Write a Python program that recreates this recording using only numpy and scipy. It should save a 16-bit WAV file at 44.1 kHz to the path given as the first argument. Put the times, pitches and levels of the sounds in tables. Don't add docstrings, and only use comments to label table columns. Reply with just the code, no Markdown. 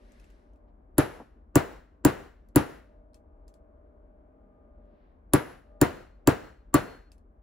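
import sys
import numpy as np
from scipy import signal
from scipy.io import wavfile

SR = 44100
rng = np.random.default_rng(int(sys.argv[2]) if len(sys.argv) > 2 else 0)


def unload_wav(signal):
    wavfile.write(
        sys.argv[1],
        SR,
        np.round(np.clip(np.atleast_2d(signal).T, -1, 1) * 32767).astype(np.int16),
    )


def gain_from_decibels(decibels):
    exponent = np.asarray(decibels, float) / 20
    return 10 ** exponent


N = 327222

# start in seconds, peak of the crack in dB, bench thump in dB,
# knock of the steel part in dB, bright steel ring in dB.
BLOWS = [
    (0.9816, -10.5, -9.5, -29.5, -16.5),
    (1.5556, -5.5, -7.5, -21.5, -22.5),
    (2.0495, -5, -7.5, -25.5, -20.5),
    (2.5591, -8.5, -6.5, -30, -18),
    (5.3350, -6.5, -8.5, -21.5, -15.5),
    (5.8142, -6, -8, -26.5, -26),
    (6.2736, -4.5, -7.5, -21.5, -28),
    (6.7411, -7.5, -10, -14, -22),
]
# pitch in Hz, level in dB, time to fall 60 dB in seconds.
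LANDED_MODES = [(76, -27, .15), (110, -26, .14), (140, -22, .12), (255, -28, .1), (296, -22, .09),
                (375, -29, .08), (450, -31, .08), (550, -33, .08)]
SCATTER_DB = 2.0


def in_time(rows, t=None):
    s, *columns = np.transpose(rows)
    if t is None:
        t = np.arange(N) / SR
    return [np.interp(t, s, column) for column in columns]


def at_hz(rows, hz):
    log_rows = [(np.log(row[0]), *row[1:]) for row in rows]
    return [float(value) for value in in_time(log_rows, np.log(hz))]


def drift(rate):
    knots = rng.standard_normal(int(N / SR * 40) + 2)
    return np.interp(np.arange(N) / SR * np.clip(rate, .1, 39), np.arange(len(knots)), knots)


def lean(db):
    return gain_from_decibels([[db], [-db]])


def lowpass(order, top_hz, x):
    return signal.sosfilt(signal.butter(order, top_hz, fs=SR, output="sos"), x)


def band_filter(order, edges_hz, x, kind="band"):
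    return signal.sosfilt(signal.butter(order, edges_hz, kind, fs=SR, output="sos"), x)


def bands(low_hz, high_hz, size):
    white = rng.standard_normal((2, 2, size))
    edges = low_hz * 2 ** np.arange(0, np.log2(high_hz / low_hz) + .01, 1 / 2)
    for k, (low, high) in enumerate(zip(edges, edges[1:])):
        band = band_filter(2, [low, high], white[k % 2])
        yield np.sqrt(low * high), band * np.sqrt(SR / 2 / (high - low))


def stereo(pair, alike):
    alike = np.clip(alike, -1, 1)
    mid = np.sqrt(1 + alike) * pair[0]
    side = np.sqrt(1 - alike) * pair[1] * [[1], [-1]]
    return (mid + side) / np.sqrt(2)


def coloured(spectrum, low_hz, high_hz, patchy_db):
    # pitch in Hz, left-right likeness from -1 to 1.
    likeness = [(60, 0.99), (240, 0.88), (950, -0.46), (3770, 0.57), (15000, -0.03)]
    out = 0
    for hz, pair in bands(low_hz, high_hz, size=N):
        gain = gain_from_decibels(at_hz(spectrum, hz)[0] + patchy_db * drift(2.9)) * np.sqrt(hz)
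        out = out + gain * stereo(pair, at_hz(likeness, hz)[0])
    return out / np.sqrt(np.mean(out ** 2))


def rings(modes, t, spread_db, rise_s, lag_s=0, wide=0):
    hz, db, t60 = np.transpose(modes)[:, :, None]
    since = np.maximum(t - lag_s, 0)
    level_db = db + spread_db * rng.standard_normal(hz.shape) - 60 * since / t60
    shape = gain_from_decibels(level_db) * (1 - np.exp(-since / rise_s))
    skew = wide * (1 + hz / 4000)
    return np.array([np.sum(shape * np.sin(2 * np.pi * hz * since + side * skew), axis=0) for side in (1, -1)])


def add(out, s, sound):
    i = round(s * SR)
    out[:, i:i + sound.shape[1]] += sound[:, :N - i]


def room_air():
    # time in seconds, level in dB.
    air_level = [(0, -58), (.76, -62.5), (2.85, -63.5), (4.6, -60.5), (7.42, -64.5)]
    # pitch in Hz, level in dB per Hz.
    air_colour = [(119, -18), (238, -6.5), (336, -10.5), (476, -13.5), (673, -17), (951, -19.5),
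                  (1345, -26.5), (3800, -61)]
    return gain_from_decibels(in_time(air_level)[0]) * lowpass(2, 2900, coloured(air_colour, 100, 4600, patchy_db=1.2))


def rumble():
    # pitch in Hz, level in dB per Hz.
    rumble_colour = [(12, -39), (20, -14.5), (32, -6.5), (54, 7), (97, -27), (110, -25), (140, -55),
                     (240, -120)]
    return gain_from_decibels(-54.5) * coloured(rumble_colour, 27, 110, patchy_db=1.2)


def load(column):
    # start in seconds, end in seconds, hum in dB, whine in dB.
    spells = [
        (-.2, 0.757, -5.5, -4.5),
        (2.812, 5.0, 1, -4.5),
        (4.354, 4.95, -9, 2),
        (5.655, 5.9, 3.5, 8),
    ]
    idle_db, ramp_s = -10, 0.16
    t = np.arange(N) / SR
    gains = [gain_from_decibels(idle_db)]
    for row in spells:
        ramp = np.minimum(t - row[0], row[1] - t) / ramp_s + .5
        gains.append(gain_from_decibels(row[column]) * np.clip(ramp, 0, 1))
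    return np.maximum(gains[0], np.max(gains[1:], axis=0))


def motors():
    # pitch in Hz, rms level in dB.
    motor_lines = [(301, -71), (409, -74), (474, -75), (592, -69), (612, -70), (650, -72), (713, -84),
                   (813, -80), (947, -88), (1211, -81), (1421, -96)]
    hum, whine = load(column=2), load(column=3)
    t, sides = np.arange(N) / SR, np.array([[.6], [-.6]])
    out = 0
    for hz, db in motor_lines:
        level = np.sqrt(2) * (hum if hz < 1000 else whine) * gain_from_decibels(db + 3.2 * drift(3.6))
        out = out + level * np.sin(2 * np.pi * hz * t + sides + drift(4.3))
    return out


def swell(peak_s, rise_s, fall_s):
    edge_db = -24.5
    t = np.arange(N) / SR - peak_s
    return edge_db * (t / np.where(t < 0, rise_s, fall_s)) ** 2


def rustle():
    # time of the peak in seconds, peak in dB, rise in seconds, fall in seconds, top pitch in Hz.
    moves = [
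        (.17, -68.5, 0.42, 0.42, 12000),
        (.685, -84, .015, .04, 5000),
        (2.47, -89.5, 0.043, 0.083, 12250),
        (5.04, -78, 0.31, 0.21, 4200),
    ]
    # pitch in Hz, level in dB per Hz.
    cloth_colour = [(1260, -10.5), (1780, 0.5), (2520, -5.5), (3560, -9), (5000, -11.5), (8740, -24.5),
                    (11100, -14), (13000, -30)]
    cloth = coloured(cloth_colour, 1060, 13000, patchy_db=0.0)
    out = 0
    for s, db, rise_s, fall_s, top_hz in moves:
        out = out + gain_from_decibels(db + swell(s, rise_s, fall_s)) * lowpass(4, top_hz, cloth)
    return out


def background():
    hiss = gain_from_decibels(-100) * rng.standard_normal((2, N))
    return (room_air() + hiss + rumble() + motors() + rustle()) * lean(.9)


def ticks():
    # start in seconds, peak in dB, pitch in Hz, lean to the left in dB.
    touches = [(0.03, -72, 2630, 5), (0.12, -54, 6460, 14), (0.1987, -48.5, 2690, 4),
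               (0.243, -52, 2700, 3.5), (0.3016, -52, 2680, 3.0), (0.5344, -67, 3150, 1.5),
               (0.5594, -66, 2580, 4), (2.487, -58, 11400, -7), (3.134, -67, 4190, 16),
               (3.144, -43.5, 5130, 2.5), (3.4803, -47, 4940, 3), (3.5402, -50, 4800, 4),
               (4.8544, -78, 3440, 11), (7.118, -43, 4960, 1.5), (7.1807, -58.5, 10520, 4.5)]
    out, t = np.zeros((2, N)), np.arange(int(.15 * SR)) / SR
    body_hz = [1500, 11500]
    for s, db, hz, pan_db in touches:
        click = gain_from_decibels(-9.5 - 60 * t / 0.011) * band_filter(2, body_hz, rng.standard_normal(len(t)))
        fuzz = gain_from_decibels(-18.5 - 60 * t / 0.13) * band_filter(2, body_hz, rng.standard_normal((2, len(t))))
        partner_hz = 2 * hz if hz < 7000 else hz / 2
        ring = rings([(hz, -3, .008), (partner_hz, -10, .008)], t, SCATTER_DB, rise_s=.0003)
        punch = [(f, 0, .08) for f in (2620, 4303, 6288, 7300, 7700)]
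        ring += gain_from_decibels(-29) * rings(punch, t, 2 * SCATTER_DB, rise_s=.0005)
        add(out, s, gain_from_decibels(db) * (click + fuzz + ring) * lean(pan_db / 2))
    return out


def settling():
    # start in seconds, peak in dB.
    bumps = [
        (1.198, -29),
    ]
    out, t = np.zeros((2, N)), np.arange(int(.6 * SR)) / SR
    for s, db in bumps:
        noise = band_filter(3, [200, 900], rng.standard_normal(len(t)))
        bump = gain_from_decibels(db + 8 - 60 * t / 0.08) * (1 - np.exp(-t / 0.0049)) * noise
        add(out, s, bump * lean(1.))
        woken = rings(LANDED_MODES[3:], t, SCATTER_DB, rise_s=0.0077, lag_s=0.0046)
        add(out, s, gain_from_decibels(db + 21.5 - 60 * t / 0.19) * woken)
    return out


def aftersound(t, lift_db):
    # pitch in Hz, level in dB, time to fall 60 dB in seconds.
    rattle = [(80, -29, 0.17), (196, -35, .12), (366, -29, 0.079), (790, -27.5, .15), (2890, -43, .28),
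              (5950, -42.5, 0.053), (9900, -39, 0.095), (14000, -44, 0.054)]
    # pitch in Hz, level in dB, time to fall 60 dB in seconds, left-right likeness.
    tail = [(80, -53.5, 0.94, 1), (184, -38, .42, 0.42), (360, -26.5, 0.43, 0.18), (794, -34.5, .48, 0.),
            (1700, -41.5, .58, 0.75), (3115, -51.5, 0.61, .4), (10300, -50, 0.42, 0.4),
            (14000, -64.5, .44, .2)]
    shelf_hz, shelf_width_hz, shelf_db = 1556, 440, -6
    out = 0
    for hz, pair in bands(65, 16900, size=len(t)):
        rattle_db, rattle_t60 = at_hz(rattle, hz)
        tail_db, tail_t60, alike = at_hz(tail, hz)
        build = 1 - np.exp(-(t / (0.0054 + 2.4 / hz)) ** 2)
        decay = gain_from_decibels(rattle_db - 60 * t / rattle_t60) + gain_from_decibels(tail_db - 60 * t / tail_t60)
        out = out + build * stereo(pair, alike) * decay
    resonance = signal.lfilter(*signal.iirpeak(shelf_hz, shelf_hz / shelf_width_hz, fs=SR), out)
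    return out + gain_from_decibels(shelf_db + lift_db) * resonance


def echoes(steel, t):
    walls = gain_from_decibels(-49.5 - 60 * t / 0.44) * (t > .004) * rng.standard_normal((2, len(t)))
    return signal.fftconvolve(steel, walls, axes=1)[:, :len(t)]


def deaden(x):
    # lower edge in Hz, upper edge in Hz.
    dead_bands = [(8150, 8900), (12900, 14250)]
    upper = band_filter(6, dead_bands[1], x, "stop")
    upper = lowpass(10, 15550, upper)
    return band_filter(1, dead_bands[0], upper, "stop")


def room_tail(steel, t, knock_db):
    lift_db = .3 * (knock_db + 23)
    gate = gain_from_decibels(-(t / 0.29) ** 4)
    return gate * deaden(aftersound(t, lift_db) + echoes(steel, t)) * lean(.9)


def bench(t):
    # pitch in Hz, level in dB, time to fall 60 dB in seconds.
    floating_modes = [(81, -15.5, .14), (134, -12, .11), (200, -36, .11), (247, -15, .1), (283, -4.5, .09),
                      (385, -11, .06), (471, -21, .1), (592, -21, .06), (652, -27, .08)]
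    land_s, scatter_db = .0225, .7
    thin_hz, thin_width_hz = 208, 38
    hz = np.array(floating_modes)[:, :1]
    lag = .00293 * (296 / hz) ** 1.27 - .0003
    stopped = gain_from_decibels(-22 / (1 + np.exp(-(t - land_s) / .0006)))
    floating = stopped * rings(floating_modes, t, scatter_db, rise_s=.36 / hz, lag_s=lag, wide=.2)
    floating = signal.lfilter(*signal.iirnotch(thin_hz, thin_hz / thin_width_hz, fs=SR), floating)
    landed = rings(LANDED_MODES, t, 3 * scatter_db, rise_s=0.019, lag_s=land_s, wide=0.078)
    return (floating + landed) * lean(1.1)


def part_knock(t, crack_db, knock_db):
    # pitch in Hz, level in dB, time to fall 60 dB in seconds.
    knock_modes = [(957, -9.5, 0.046), (1000.7, 2.5, 0.024), (1151, 2, 0.066), (1448, -6, 0.073),
                   (1557, 4.5, 0.016), (1680, -5.5, 0.02), (2000, -16, 0.01), (2700, -1, 0.011)]
    modes = []
    for hz, db, t60 in knock_modes:
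        drive_db = knock_db if 1100 < hz < 1200 else crack_db - 16.5
        modes.append((hz, db + drive_db, t60))
    return gain_from_decibels(1.5) * rings(modes, t, SCATTER_DB, rise_s=0.00074, lag_s=0.0014, wide=0.28) * lean(1.2)


def punch_song(s, t):
    # pitch in Hz, level in dB, time to fall 60 dB in seconds.
    sing_modes = [(4300, 14, .07), (4303, -2, .75), (4308.5, -6, .6), (6288, -16, .4), (7300, -14, .3),
                  (7700, -10, .35)]
    # time in seconds, level of the song in dB.
    freedom = [(5.4, -65), (5.8, -56), (6.3, -57), (6.74, -48)]
    grip_s = .35
    level_db = in_time(freedom, s)[0] - 60 * np.maximum(t - grip_s, 0) / 0.027
    return gain_from_decibels(level_db) * rings(sing_modes, t, SCATTER_DB, rise_s=.002, wide=0.36)


def steel_ring(t, crack_db, high_db):
    # pitch in Hz, level in dB, time to fall 60 dB in seconds.
    steel_modes = [(4700, -5, .01), (7000, 0, .014), (7310, -8, .05), (7690, -9, .05), (9600, -6, .014),
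                   (10080, -14, .05), (10600, -11, .03), (11200, 1, .014), (12300, -6, .016),
                   (14300, -13, .015), (15430, -13, .045), (15560, -15, .035)]
    modes = []
    for hz, db, t60 in steel_modes:
        if hz < 8500:
            drive_db = crack_db - 17.5
        elif hz < 14000:
            drive_db = high_db
        else:
            drive_db = crack_db - 7
        modes.append((hz, db + drive_db, t60))
    return gain_from_decibels(4.5) * rings(modes, t, SCATTER_DB, rise_s=0.000067, wide=.22)


def crack(t, crack_db):
    white = rng.standard_normal(len(t)) + 0.12 * rng.standard_normal((2, len(t)))
    bright = signal.lfilter([1, -1], [1, -.5], white)
    return gain_from_decibels(crack_db - 11.5 - 60 * t / 0.0083) * bright * lean(1.9)


def lead_in(blow):
    t = np.arange(int(.014 * SR)) / SR
    dull = signal.lfilter([1, -.9], [1], lowpass(2, 2800, blow[:, :300 + len(t)]))
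    dull = dull[:, 60:60 + len(t)]
    fade = np.cos(np.pi / 2 * t / t[-1])
    return (gain_from_decibels(-7 - 60 * t / .045) * fade * dull)[:, ::-1]


def hammer_blows():
    out, t = np.zeros((2, N)), np.arange(int(.6 * SR)) / SR
    for s, crack_db, bench_db, knock_db, high_db in BLOWS:
        steel = steel_ring(t, crack_db, high_db)
        sound = steel * lean(.6) + crack(t, crack_db)
        sound += part_knock(t, crack_db, knock_db) + punch_song(s, t)
        sound += gain_from_decibels(bench_db + 9.0) * bench(t)
        sound += room_tail(steel, t, knock_db)
        add(out, s, sound)
        add(out, s - .014, lead_in(sound))
    return out


def scene():
    return background() + ticks() + settling() + hammer_blows()


def roll_off(x):
    return signal.sosfilt(signal.butter(12, 17140, fs=SR, output="sos"), x)


def record(dry):
    pump_db, pump_period_s, pump_settle_s = 2.5, 0.21, 0.35
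    t, starts = np.arange(N) / SR, np.array(BLOWS)[:, 0]
    since = t - np.r_[-9, starts][np.searchsorted(starts, t)]
    swing = np.exp(-since / pump_settle_s) * np.cos(2 * np.pi * since / pump_period_s)
    x = 0.55 * np.tanh(dry * gain_from_decibels(pump_db * swing) / 0.67)
    x = signal.sosfilt(signal.cheby2(12, 60, 17100, fs=SR, output="sos"), x)
    return roll_off(x)


dry = scene()
out = record(dry)
unload_wav(out)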